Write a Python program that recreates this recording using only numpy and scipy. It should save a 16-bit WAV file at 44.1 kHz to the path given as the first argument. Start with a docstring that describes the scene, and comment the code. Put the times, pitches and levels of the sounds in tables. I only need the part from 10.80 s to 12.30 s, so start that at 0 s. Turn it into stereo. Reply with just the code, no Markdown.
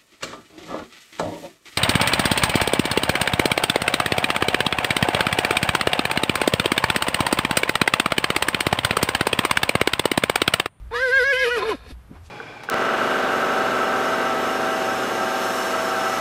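"""A soft gust passes and a horse whinnies close by in a paddock, then steps on soft, leafy earth.
The call is a biphonation, a voice with two sources: a quavering low tone, and a whistle that climbs,
locks on the third harmonic and falls away as the call turns hoarse.
A wooden fence throws back short echoes; a light breeze rumbles underneath."""
import sys
import numpy as np
from scipy import signal
from scipy.fft import rfft, irfft
from scipy.io import wavfile
from scipy.ndimage import uniform_filter1d

SR = 44100
rng = np.random.default_rng(int(sys.argv[2]) if len(sys.argv) > 2 else 0)


def master(y):
    """Save y as 16-bit WAV."""
    cut = np.clip(np.atleast_2d(y).T, -1, 1)
    pcm = np.round(cut * 32767)  # scale
    wavfile.write(sys.argv[1], SR, pcm.astype(np.int16))


N = 66150
T = np.arange(N) / SR
VOICE_REF_DB, JITTER_HZ, OUTDOOR_WIDTH = -26, 205, 0.58

# Each row: time in seconds, low tone's pitch in Hz, relative levels of low tone and whistle in dB.
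CALL = [(.115,430.8,-40,-71),(.14,477.4,-29.5,-32.5),(.19,482.9,-30.5,-36),(.235,535.3,-27.5,-21),(.3,481,-23,-32),(.337,535.8,-33,-18),(.38,543,-29.5,-17),(.405,494.6,-23,-22.5),(.43,482.7,-21.5,-22),(.45,545.7,-34,-24.5),(.515,560.3,-29,-22),(.535,495.4,-22,-27),(.585,518.6,-33,-29.5),(.635,511.2,-24,-23.5),(.66,464.6,-22.5,-38.5),(.683,478.7,-21.5,-37.5),(.7,475.5,-30,-37),(.72,491.3,-28,-22.5),(.752,479.7,-28,-33.5),(.78,437,-22,-36),(.805,369.9,-36.5,-45.5),(.83,392.4,-28.5,-27.5),(.855,451.9,-31,-57),(.895,443.4,-22,-43),(.922,385.7,-30.5,-28.5),(.955,243.7,-34.5,-80)]
# Each row: time in seconds, relative level of the overtones in dB.
OVERTONE_LEVELS = [(.11,-54),(.16,-27),(.24,-36.5),(.39,-30),(.49,-35.5),(.535,-28),(.64,-27),(.695,-32.5),(.73,-29),(.78,-32),(.84,-45),(.91,-34),(.96,-67)]


def from_db(db):
    """Decibels to amplitude ratio."""
    return 10 ** (np.asarray(db) / 20)


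def curve(rows, column=1):
    """Linear interpolation of one column in time."""
    rows = np.array(rows)
    return np.interp(T, np.sort(rows[:, 0]), rows[:, column])


def envelope(rows, column=1, fade_s=0.0032):
    """Amplitude envelope from a dB column, with Gaussian fades outside its span."""
    outside = np.maximum(0, np.maximum(rows[0][0] - T, T - rows[-1][0]))
    return from_db(curve(rows, column)) * np.exp(-(2 * outside / fade_s) ** 2)


def gain_at(spectrum, hz):
    """Frequency response, interpolated in dB over log frequency."""
    freqs, db = np.transpose(spectrum)
    return from_db(np.interp(np.log(hz + 1), np.log(freqs), db))


def unit(x):
    """Normalisation to rms 1."""
    return x / np.sqrt(np.mean(x ** 2) + 1e-20)


def colour(x, spectrum):
    """Filtering by multiplication of spectra, normalised to rms 1."""
    hz = np.arange(N + 1) * SR / (2 * N)
    return unit(irfft(rfft(x, 2 * N) * gain_at(spectrum, hz))[..., :N])


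def wobble(hz):
    """Random modulation: low-passed noise of rms 1."""
    return unit(signal.sosfilt(signal.butter(2, hz, fs=SR, output="sos"), rng.standard_normal(N)))


def pan(db):
    """Level difference of left over right, as two gains with a mean of 1."""
    gains = from_db(np.array([[db], [-db]]) / 2)
    return gains / gains.mean()


def noise(width):
    """Mid-side white noise; width is side over mid."""
    mid, side = rng.standard_normal((2, N))
    return mid + width * side * np.array([[1], [-1]])


def breeze(gust_s=0.046):
    """Wind noise: a steady rumble and hiss, with low gusts under Gaussian envelopes."""
    # Each row: time of the peak in seconds, level in dB.
    gusts = [(.008,-32),(.11,-40.5),(.42,-43)]
    # Each row of both: frequency in Hz, relative level in dB.
    gust_spectrum = [(25,-4.5),(60,14),(150,-12.5),(300,-53),(1000,-87.5)]
    steady_spectrum = [(25,-20.5),(60,-2),(180,-19.5),(350,-29.5),(1200,-30),(3000,-40.5),(7000,-50),(12500,-46)]
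    swell = sum(from_db(db) * np.exp(-((T - peak) / gust_s) ** 2) for peak, db in gusts)
    rumble = swell * colour(noise(OUTDOOR_WIDTH), gust_spectrum)
    return rumble + from_db(-46) * colour(noise(OUTDOOR_WIDTH), steady_spectrum)


def fence(sound, onset_s=0.003, decay_s=0.0093):
    """Specular reflection off ground and gate; diffuse scattering of treble by boards and leaves."""
    # Each row: left and right delays in seconds, gain in dB.
    reflections = [(.0031,0.0047,-23.5),(.0074,.0061,-31)]
    specular = 0
    for *delays, db in reflections:
        delayed = [np.interp(T - delay, T, side) for delay, side in zip(delays, sound)]
        specular += from_db(db) * np.array(delayed)
    scatter = rng.standard_normal((2, N)) * (T > onset_s) * np.exp(-T / decay_s)
    scatter /= np.sqrt(np.sum(scatter ** 2, axis=1, keepdims=True))
    treble = signal.sosfilt(signal.butter(3, 2400, "high", fs=SR, output="sos"), sound)
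    return specular + from_db(2.5) * signal.fftconvolve(treble, scatter, axes=1)[:, :N]


def hooves():
    """Impacts excite damped low oscillations; crushed earth and leaves give bursts of band noise."""
    # Each row: start in seconds, level in dB, frequency in Hz, 60 dB decay time in seconds.
    thuds = [(1.121,-32,59.8,0.49),(1.304,-43,103,0.15),(1.365,-37,81.7,0.51)]
    # Each row: peak time in seconds, level in dB, attack and decay in seconds, upper band edge in Hz.
    scuffs = [(1.118,-34,0.016,0.0064,327),(1.316,-34,0.0096,0.014,293),(1.361,-46,0.028,0.031,1180),(1.464,-54,0.024,0.012,6400)]
    out = np.zeros((2, N))
    for start, db, hz, t60 in thuds:
        age = np.maximum(T - start, 0)
        out += from_db(db) * np.sin(2 * np.pi * hz * age) * np.exp(-np.log(1000) * age / t60)
    for peak, db, attack, decay, top_hz in scuffs:
        band = signal.butter(2, [154, top_hz], "band", fs=SR, output="sos")
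        burst = np.exp(-np.maximum((peak - T) / attack, (T - peak) / decay))
        out += from_db(db) * burst * unit(signal.sosfilt(band, noise(OUTDOOR_WIDTH)))
    return out


def breath(puffs, rough, shimmer):
    """Turbulence noise: air surges with each shake of the voice; after the call a faint hiss fades, and a short
    burst of noise sounds as a hoof scuffs through the leaves."""
    # Each row: frequency in Hz, relative level in dB.
    air_spectrum = [(900,-12.5),(1900,6.5),(4800,3),(6500,-8.5),(11500,-7),(13000,-18)]
    # Each row: time in seconds, level in dB.
    late_noise = [(.95,-53.5),(1.02,-66),(1.11,-45),(1.135,-69)]
    flow = from_db(-39.5 + 3.5 * rough) * (envelope(OVERTONE_LEVELS) / from_db(VOICE_REF_DB)) ** 0.4
    surge = from_db(curve(CALL, column=2) - VOICE_REF_DB)
    return (flow * surge * shimmer + envelope(late_noise)) * colour(noise(width=1) * puffs, air_spectrum)


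def growl(puffs):
    """Source and filter: irregular puffs ring the throat's formants, each two resonators in series."""
    # Each row: time in seconds, level in dB.
    levels = [(.11,-43),(.15,-36.5),(.24,-62),(.6,-52),(.66,-44),(.73,-45.5),(.81,-30),(.86,-31.5),(.93,-33.5),(.97,-46.5),(1.12,-50)]
    # Each row: centre in Hz, half-bandwidth of one resonator in Hz, relative gain in dB.
    formants = [(236,120,-9),(462,71,3),(700,36,-0.5),(1056,73,-0.5),(1333,105,-1),(1662,106,-1.5),(2427,155,-7),(3647,114,-9.5),(4244,150,-13.5)]
    source = noise(width=0.57) * puffs * np.exp(0.44 * wobble(hz=112))
    out = 0
    for hz, half_width, db in formants:
        b, a = signal.iirpeak(hz, hz / (2 * half_width), fs=SR)
        out += from_db(db) * signal.lfilter(b, a, signal.lfilter(b, a, source))
    return unit(out) * envelope(levels) * pan(db=2)


def overtones(low_hz, whistle_hz, low_phase, whistle_phase, flicker_db=4.5):
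    """Harmonics and combination tones of the two sources, filtered by the opening mouth."""
    # Each row of both: frequency in Hz, relative gain in dB.
    narrow_mouth = [(1720,11.5),(2000,10),(2350,-3),(3200,-6.5),(3750,-5),(4150,-1),(4550,-15.5),(4870,-1),(5400,-14.5),(9000,-32.5)]
    wide_mouth = [(1700,7.5),(2050,6.5),(2280,3),(2500,9),(2720,-6.5),(2960,8.5),(3400,-12),(4800,-9.5),(8000,-28)]
    # Each row: multiple of the low pitch, multiple of the whistle's pitch added to it.
    combinations = [(1,1),(0,2),(1,2),(0,3)]
    # Each entry: relative level of one combination in dB.
    combination_db = [5.5,4.5,2.5,1]
    opening = uniform_filter1d(1. * (T > 0.5167), size=400)

    def mouth(hz):
        return (1 - opening) * gain_at(narrow_mouth, hz) + opening * gain_at(wide_mouth, hz)

    out = 0
    for k in range(4, 25):
        flicker = from_db(flicker_db * wobble(hz=35.3))
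        out += mouth(k * low_hz) * flicker * np.sin(k * low_phase + rng.uniform(0, 2 * np.pi))
    for (m, n), db in zip(combinations, combination_db):
        tone = np.sin(m * low_phase + n * whistle_phase)
        out += from_db(db) * mouth(m * low_hz + n * whistle_hz) * tone
    running_rms = np.sqrt(uniform_filter1d(out ** 2, size=500) + 1e-9)
    return from_db(1.5) * envelope(OVERTONE_LEVELS) * out / running_rms * pan(db=-1.5)


def low_tone(phase, left_lead_rad=0.55):
    """A fundamental and its second harmonic, which recedes as the tone grows louder."""
    fundamental = from_db(2.5) * np.sin([phase + left_lead_rad, phase]) * pan(db=4.5)
    excess_db = curve(CALL, column=2) - VOICE_REF_DB
    second = from_db(-13.5 - 1.25 * excess_db) * np.sin(2 * phase) * pan(db=7.5)
    return np.sqrt(2) * envelope(CALL, column=2) * (fundamental + second)


def whistle(phase, rough):
    """The upper source is a pure tone, raised in level by hoarseness."""
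    level = from_db(2.5 + 4.5 * rough) * envelope(CALL, column=3)
    return np.sqrt(2) * level * np.sin(phase) * pan(db=3.5)


def pitches(rough, low_jitter=0.0346, whistle_jitter=0.037):
    """Mode locking: for stretches the whistle holds three times the low pitch."""
    # Each row: time in seconds, pitch of the free whistle in Hz.
    free_pitch = [(.115,771),(.148,1169),(.18,1276),(.205,1506),(.565,1580),(.595,1651),(.635,1647),(.67,1220),(.76,1372),(.795,1008),(.84,1032),(.88,1272),(.915,1032),(.95,893)]
    # Each row: start and end of a lock in seconds.
    locks = [(0.203,.565),(.705,.758)]
    low_hz = uniform_filter1d(curve(CALL), size=400) * (1 + low_jitter * rough * wobble(JITTER_HZ))
    free_hz = curve(free_pitch) * (1 + whistle_jitter * rough * wobble(JITTER_HZ))
    locked = uniform_filter1d(sum(1. * ((T > start) & (T < end)) for start, end in locks), size=300)
    return low_hz, locked * 3 * low_hz + (1 - locked) * free_hz


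def whinny():
    """Biphonation: two sources sound at once, roughened by jitter in pitch and shimmer in amplitude."""
    # Each row: time in seconds, roughness from 0 to 1.
    hoarseness = [(.12,0.08),(.19,0.35),(.23,0.07),(.55,0.1),(.63,0.16),(.67,0.46),(.725,0),(.8,0.9),(.87,0.53),(.95,0.83)]
    rough = curve(hoarseness)
    low_hz, whistle_hz = pitches(rough)
    low_phase, whistle_phase = 2 * np.pi * np.cumsum([low_hz, whistle_hz], axis=1) / SR
    low_shimmer, whistle_shimmer, shimmer = [1 + 0.22 * rough * wobble(JITTER_HZ) for _ in range(3)]
    tones = low_tone(low_phase) * low_shimmer + whistle(whistle_phase, rough) * whistle_shimmer
    upper = overtones(low_hz, whistle_hz, low_phase, whistle_phase) * shimmer
    puffs = 1 + np.sin(low_phase) * (T < CALL[-1][0])  # one puff a cycle until the call ends
    return tones + upper + breath(puffs, rough, shimmer) + growl(puffs)


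def scene():
    """Superposition of the horse, its echoes and the breeze."""
    horse = whinny() + hooves()
    return horse + fence(horse) + breeze()


def record(dry):
    """Band limiting: an elliptic low-pass cuts the top steeply."""
    return signal.sosfilt(signal.ellip(10, .2, 80, 12900, fs=SR, output="sos"), dry)


dry = scene()
out = record(dry)
master(out)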